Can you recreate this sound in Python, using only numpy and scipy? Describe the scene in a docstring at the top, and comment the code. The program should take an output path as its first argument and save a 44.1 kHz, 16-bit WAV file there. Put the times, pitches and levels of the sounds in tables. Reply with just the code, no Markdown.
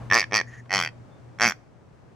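"""A dog's squeaky toy

A rubber toy is squeezed four times, close by, as a dog chews it in a quiet garden. Its reed, a small
flap in the airflow, slaps shut about 70-120 times a second. Each slap rings the hollow body, dented
differently by every grip. Air hisses back in between squeezes, over a low distant hum, soft
handling and garden air."""
import sys
import numpy as np
from scipy import signal
from scipy.fft import rfft, irfft
from scipy.io import wavfile

SR = 44100
rng = np.random.default_rng(int(sys.argv[2]) if len(sys.argv) > 2 else 0)


def log_audio(samples):
    """Write samples as a 16-bit WAV file to the path given in sys.argv[1]."""
    # one column per channel
    frames = np.atleast_2d(samples).T
    # limit to full scale, then quantise
    limited = np.clip(frames, -1, 1)
    pcm = np.round(limited * 32767).astype(np.int16)
    wavfile.write(sys.argv[1], SR, pcm)


N = 94815

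# The tone of the garden air: pitch_hz, relative_level_db
AIR_TONE = [(25, -26.5), (50, -17.5), (92, -9.5), (123, -6.5), (195, -14.5), (600, -20.5), (1480, -30.5),
            (3700, -45.5), (6000, -47), (9000, -53.5), (12500, -68.5), (16000, -65.5)]
# How loud the air and the hum are over time: time_s, level_db
AIR_LEVEL = [(0, -45), (.5, -52.5), (1.0, -50.5), (1.35, -51), (1.7, -55), (2.15, -53)]
HUM_LEVEL = [(0, -42.5), (.25, -48), (.55, -48), (.9, -43.5), (1.15, -55), (1.45, -57.5), (1.7, -62.5),
             (2.15, -77)]
# Jaws and fingers on the rubber: peak_s, half_length_s, pitch_hz, level_db
RUBS = [(.02, 0.09, 90, -43.5), (0.115, 0.021, 100, -39.5), (.03, 0.045, 710, -50), (.04, .09, 3500, -68.5),
        (.658, 0.004, 620, -51.5), (.659, .005, 1900, -64.5), (.54, 0.045, 1400, -57)]
# The course of each squeeze: time_s, slap_rate_hz, body_db, treble_db
SQUEEZE_1 = [(0.1003, 80.5, -5.9, -18.6), (0.1122, 89.1, 9.4, -8.8), (0.1226, 99.6, 10.8, -7.1),
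             (0.1418, 110.9, 7.0, 5.0), (0.1679, 117.9, 8.8, -2.3), (0.2045, 100.6, 1.2, 0.9),
             (0.227, 78.1, -1.1, -16.6), (0.2428, 77.0, -4.0, -18.3)]
SQUEEZE_2 = [(0.3114, 88.2, -14.7, -28.6), (0.3222, 99.8, -1.6, -20.6), (0.3412, 109.7, 4.3, 1.3),
             (0.3684, 110.6, 3.9, 3.0), (0.3878, 92.3, 2.4, -5.0), (0.4148, 75.3, -1.0, -16.0)]
SQUEEZE_3 = [(0.6947, 81.5, -18.4, -29.7), (0.7063, 91.6, -3.5, -18.7), (0.7374, 100.8, 3.6, 1.2),
             (0.7782, 95.3, 1.8, -2.8), (0.8115, 84.2, 1.4, -6.7), (0.8479, 81.6, -2.8, -10.3),
             (0.8733, 74.7, -4.7, -15.8), (0.8905, 66.8, -18.9, -32.0)]
SQUEEZE_4 = [(1.3866, 82.9, -18.3, -29.2), (1.398, 94.6, -2.4, -15.8), (1.4171, 115.3, 6.4, 1.5),
             (1.4506, 121.9, 7.6, -1.1), (1.4763, 111.0, 5.3, -1.1), (1.486, 102.9, -0.2, -0.9),
             (1.496, 90.9, -1.5, -4.0), (1.5235, 71.9, -5.6, -19.5)]
# The pitches at which the toy rings in each grip: pitch_hz, width_hz, relative_level_db
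GRIP_1 = [(182, 108, -16), (557, 560, -17), (1176, 600, -12), (1818, 175, 0.5), (2296, 630, -8.5),
          (3180, 740, -20), (4530, 480, -14.5), (4970, 350, -15.5), (5590, 400, -10.5), (6140, 560, -19.5)]
GRIP_2 = [(197, 100, -11.5), (540, 860, -11.5), (1204, 620, -9.5), (1834, 180, 1.5), (2355, 510, -4),
          (3200, 600, -18), (4580, 520, -4.5), (5147, 380, -7.5), (5673, 650, -2), (6000, 350, -15)]
GRIP_3 = [(172, 100, -10), (750, 392, -8), (1258, 920, -5.5), (1992, 400, 2), (2470, 220, -2.5),
          (3126, 420, -8), (4460, 380, 0.5), (5055, 450, -7.5), (5600, 520, -1.5), (6370, 550, -14)]
GRIP_3_SLIPPED = [(160.2, 122, -2.5), (755, 740, -7.5), (1630, 490, -1), (2100, 270, 1), (2460, 370, -1),
                  (3202, 300, -4), (4590, 460, -5.5), (5430, 290, -6.5), (5930, 300, -12), (6900, 200, -19)]
GRIP_4 = [(195, 150, -2.5), (700, 420, -5), (1647, 1100, 1), (2180, 260, 2), (2487, 220, -2.5),
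          (3254, 290, -8), (4674, 420, -3), (5504, 420, -0.5), (6030, 400, -3.5), (7000, 190, -14.5)]
# The four honks; notches are pitches that the dented body weakens:
# squeeze, first_grip, last_grip, treble_lag_s, left_over_right_db, level_db, reed_db, notches_hz
HONKS = [(SQUEEZE_1, GRIP_1, GRIP_1, 0.00041, -1, -0.77, -15.5, (1560, 2900, 3200)),
         (SQUEEZE_2, GRIP_2, GRIP_2, 0.000264, -.9, -0.37, -11, (1540, 2950, 2700)),
         (SQUEEZE_3, GRIP_3, GRIP_3_SLIPPED, .0003, 0.62, -0.27, -7.5, (1740, 2800, 3600, 4210)),
         (SQUEEZE_4, GRIP_4, GRIP_4, 0.000999, -.6, -0.26, -4.5, (2920, 3700, 4920))]
# The reed's high overtones: pitch_hz, width_hz, relative_level_db
REED = [(7350, 1800, -21.5), (9580, 760, -24), (10700, 700, -31), (12050, 800, -38.5), (13850, 520, -28.5),
        (15400, 400, -46.5)]
# How much louder the toy is on the left: pitch_hz, left_over_right_db
LEFT_LOUDER = [(150, 1), (700, 0), (1400, -2.5), (2200, -0.5), (4400, -1), (8000, 1.5), (15000, 1.9)]
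# How far ahead its wave is at the left microphone: pitch_hz, lead_radians
LEFT_AHEAD = [(2000, 0), (3100, -0.12), (4600, .2), (5500, 1), (7200, 0.53), (9000, 0.57), (15000, .2)]
# Air drawn back in: start_s, end_s, level_db
REFILLS = [(0.246, 0.264, -61), (0.45, 0.496, -55.5), (0.485, 0.607, -50)]
# The pitches at which the air hole rings: pitch_hz, width_hz, relative_level_db
INLET = [(1840, 200, 9.5), (2380, 520, -26), (4370, 450, -29), (5700, 940, -19), (6560, 900, -14),
         (10000, 1300, -29.5), (14000, 600, -37)]

SLAP_SAMPLES, LEAD_SAMPLES = 2048, 128  # room for one slap, and for a fade-in before it
SPLIT_HZ = 3700  # the body rings below this, the treble above
SOFT_HZ = 2400  # only pitches below this sag, and the lowest wander least
DENT_HZ, DENT_DB, TREBLE_DENT_SHARE = 55, 3.5, 0.8  # the ringing wanders as the rubber gives way
SLIP_START_S, SLIP_S = 0.79, 0.04  # the jaws shift during the third squeeze
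SLACK_HZ = 92  # a reed slower than this is slack: the body rings lower, later and thinner
SAG_PER_SLACK, LAG_S_PER_SLACK, LOW_CUT_HZ_PER_SLACK = 0.27, 0.00033, 1900
BODY_LAG_S_PER_HZ, TREBLE_LAG_S_PER_HZ = 3.6e-7, 5.5e-7  # higher pitches leave the toy later
RASP_S, BODY_RASP_DB, TREBLE_RASP_DB = 0.0022, -13.5, 8  # air tears through the reed at each slap
RASP_HZ, RASP_APART_HZ = 9150, 13000  # the rasp is mostly very high, where left and right differ


def undb(db):
    """Turn decibels into a number to multiply by."""
    return 10 ** (np.asarray(db) / 20)


def unit(x):
    """Scale a signal to an average strength (rms) of 1."""
    return x / np.sqrt(np.mean(np.abs(x) ** 2))


def left_right(db):
    """Two gains that make the left side db louder than the right."""
    return undb(np.array([[db], [-db]]) / 2)


def curve(rows):
    """Join (time_s, level_db) points into a gain for every sample."""
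    return undb(np.interp(np.arange(N) / SR, *np.array(rows).T))


def by_pitch(rows, f):
    """Join (pitch_hz, value) points, giving every octave equal room."""
    hz, value = np.array(rows).T
    return np.interp(np.log(f + 1), np.log(hz), value)


def peak(f, hz, width):
    """A hump of height 1 around one pitch."""
    return 1 / (1 + (2 * (f - hz) / width) ** 2)


def resonances(rows, f):
    """The tone of something that rings at several pitches."""
    return np.sqrt(sum((undb(db) * peak(f, hz, width)) ** 2 for hz, width, db in rows))


def noise(tone):
    """Noise of strength 1 with the given tone."""
    return unit(irfft(rfft(rng.standard_normal(N)) * tone, N))


def drift(rate_hz):
    """A slow random wobble of strength 1."""
    return noise(1 / (1 + (np.fft.rfftfreq(N, 1 / SR) / rate_hz) ** 4))


def garden_air(f, side_db=-2.5):
    """Quiet, dull outdoor air, partly alike on both sides."""
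    tone = undb(by_pitch(AIR_TONE, f))
    middle = noise(tone)
    side = undb(side_db) * noise(tone) * np.array([[1], [-1]])
    return (middle + side) * curve(AIR_LEVEL)


def distant_hum(pitch_hz=120.5, waver=0.004, octave_db=-17, unsteady_db=2.5):
    """A low, wavering hum with a weak note one octave up."""
    phase = 2 * np.pi * np.cumsum(pitch_hz * (1 + waver * drift(6.4))) / SR
    level = curve(HUM_LEVEL) * undb(unsteady_db * drift(9.5))
    return level * unit(np.sin(phase) + undb(octave_db) * np.sin(2 * phase))


def rubs(f, t):
    """Jaws and fingers softly bump and scuff the rubber."""
    band = lambda hz: ((f / hz) / (1 + (f / hz) ** 2)) ** 3
    return sum(undb(db) * np.exp(-((t - at) / half_length) ** 2) * noise(band(hz))
               for at, half_length, hz, db in RUBS)


def ring(f, peaks, notches, dent, scatter_db, sag=0, scatter_hz=20, notch_db=-10, notch_width_hz=110):
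    """The spectrum of the toy ringing once; its pitches follow the dent and shift a little by chance."""
    chance = rng.standard_normal((len(peaks), 2))
    sagged = lambda hz: hz * (1 - sag * (hz < SOFT_HZ))
    shifted = []
    for (hz, width, db), (pitch_luck, level_luck), (pitch_dent, level_dent) in zip(peaks, chance, dent):
        shift_hz = (scatter_hz * pitch_luck + DENT_HZ * pitch_dent) * min(hz / SOFT_HZ, 1)
        shifted.append((sagged(hz) + shift_hz, width, db + scatter_db * level_luck + DENT_DB * level_dent))
    dips_db = sum(notch_db * peak(f, sagged(hz), notch_width_hz) for hz in notches)
    tone = resonances(shifted, f) * undb(dips_db)
    # Keep this tone, but make all the ringing come after the slap (minimum phase).
    cepstrum = irfft(np.log(unit(tone) + 1e-9))
    cepstrum[1:SLAP_SAMPLES // 2] *= 2
    cepstrum[SLAP_SAMPLES // 2 + 1:] = 0
    return np.exp(rfft(cepstrum))


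def slap(f, grip, reed, notches, dent, slack, progress, lag_s):
    """The reed shuts: the body thumps, then the treble rings with a rasp of air. Gives both spectra."""
    delay = lambda seconds: np.exp(-2j * np.pi * np.cumsum(seconds) * f[1])
    age = np.arange(SLAP_SAMPLES) / SR
    puffs = unit(rfft(rng.standard_normal((3, SLAP_SAMPLES)) * age * np.exp(-2 * age / RASP_S)))
    shared_puff, side_puffs = puffs[0], puffs[1:]

    spent = slack * progress  # slack counts for more as the air runs out
    body_peaks = [row for row in grip if row[0] < SPLIT_HZ]
    body = ring(f, body_peaks, notches, dent[0], scatter_db=1.2, sag=SAG_PER_SLACK * spent)
    low_cut = (1j * f / (1j * f + LOW_CUT_HZ_PER_SLACK * spent + 1)) ** 2
    body_lag = np.minimum(f, SPLIT_HZ) * (BODY_LAG_S_PER_HZ + LAG_S_PER_SLACK * slack / SPLIT_HZ)
    body *= low_cut * (delay(body_lag) + undb(BODY_RASP_DB) * shared_puff)

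    treble_peaks = [row for row in grip if row[0] >= SPLIT_HZ] + reed
    treble = ring(f, treble_peaks, notches, TREBLE_DENT_SHARE * dent[1], scatter_db=1.1)
    treble_lag = lag_s + TREBLE_LAG_S_PER_HZ * np.clip(f - SPLIT_HZ, 0, SPLIT_HZ)
    rasp_tone = undb(TREBLE_RASP_DB) * f ** 2 / (f ** 2 + RASP_HZ ** 2)
    rasp = rasp_tone * (shared_puff + side_puffs * f / RASP_APART_HZ)
    return unit(body), unit(treble * (delay(treble_lag) + rasp))


def honk(squeeze, first_grip, last_grip, lag_s, reed_db, notches, body_boost_db=0.5):
    """One squeeze drives a quick run of reed slaps; midway the grip may slip."""
    times, rate_hz, body_db, treble_db = np.array(squeeze).T
    f, t = np.fft.rfftfreq(SLAP_SAMPLES, 1 / SR), np.arange(times[0], times[-1], 1 / SR)
    slap_count = np.cumsum(np.interp(t, times, rate_hz)) / SR
    reed = [(hz, width, db + reed_db) for hz, width, db in REED]
    fade = signal.windows.tukey(SLAP_SAMPLES, LEAD_SAMPLES / SLAP_SAMPLES)
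    dent_phase = rng.uniform(0, 2 * np.pi, (2, len(first_grip), 2))
    out = np.zeros((2, N + SLAP_SAMPLES))
    for at in np.interp(np.arange(slap_count[-1]), slap_count, t):
        slack = max(1 - np.interp(at, times, rate_hz) / SLACK_HZ, 0)
        progress = (at - t[0]) / (t[-1] - t[0])
        slip = np.clip((at - SLIP_START_S) / SLIP_S, 0, 1)
        grip = (1 - slip) * np.array(first_grip) + slip * np.array(last_grip)
        dent = np.sin(dent_phase + 2 * np.pi * progress)
        body, treble = slap(f, grip, reed, notches, dent, slack, progress, lag_s)
        body *= undb(body_boost_db + np.interp(at, times, body_db))
        treble *= undb(np.interp(at, times, treble_db))
        start = int(at * SR) - LEAD_SAMPLES
        exact_timing = np.exp(-2j * np.pi * f * (at - start / SR))
        out[:, start:start + SLAP_SAMPLES] += fade * irfft((body + treble) * exact_timing)
    return out[:, :N]


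def toy(f, low_cut_hz=80, bounce_s=0.0026, bounce_db=-18):
    """The honks reach two microphones, directly and with a bounce off the ground."""
    direct = sum(honk(squeeze, first, last, lag_s, reed_db, notches) * undb(db) * left_right(pan_db)
                 for squeeze, first, last, lag_s, pan_db, db, reed_db, notches in HONKS)
    ground = 1 + undb(bounce_db) * np.exp(-2j * np.pi * f * bounce_s)
    low_cut = (1j * f / (1j * f + low_cut_hz)) ** 2
    left = undb(by_pitch(LEFT_LOUDER, f) / 2) * np.exp(0.5j * by_pitch(LEFT_AHEAD, f))
    return irfft(rfft(direct) * ground * low_cut * np.array([left, 1 / left]), N)


def garden_echo(sound, t):
    """The garden gives a short echo, and fences farther away a fainter, longer one."""
    decay = lambda db, fade_s: undb(db) * unit(undb(-60 * t / fade_s)) / np.sqrt(N)
    garden, fences = decay(db=-13.5, fade_s=0.13), decay(db=-34, fade_s=0.48)
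    tail = rng.standard_normal((2, N)) * np.hypot(garden, fences)
    return signal.fftconvolve(sound.mean(0)[None], tail, axes=1)[:, :N]


def refills_and_leak(f, t, fade_s=0.039, flutter_db=2.5):
    """The rubber springs back and sucks in air; while it is held, a thin leak whistles."""
    def gate(start_s, end_s, db):
        return undb(db) * np.clip(np.minimum(t - start_s, end_s - t) / fade_s + 0.5, 0, 1)
    intake = sum(gate(*row) for row in REFILLS) * noise(resonances(INLET, f))
    leak = gate(start_s=1.08, end_s=1.2, db=-77) * noise(peak(f, hz=3550, width=70))
    return (intake + leak) * undb(flutter_db * drift(36))


def scene():
    """The toy and its handling in front of the quiet garden."""
    f, t = np.fft.rfftfreq(N, 1 / SR), np.arange(N) / SR
    background = (distant_hum() + garden_air(f) + rubs(f, t)) * left_right(db=2)
    honks = toy(f)
    return background + honks + garden_echo(honks, t) + refills_and_leak(f, t)


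def record(dry, top_hz=16000):
    """The recorder cuts off the very highest pitches."""
    return signal.sosfilt(signal.ellip(8, 0.2, 70, top_hz, fs=SR, output="sos"), dry)


dry = scene()
out = record(dry)
log_audio(out)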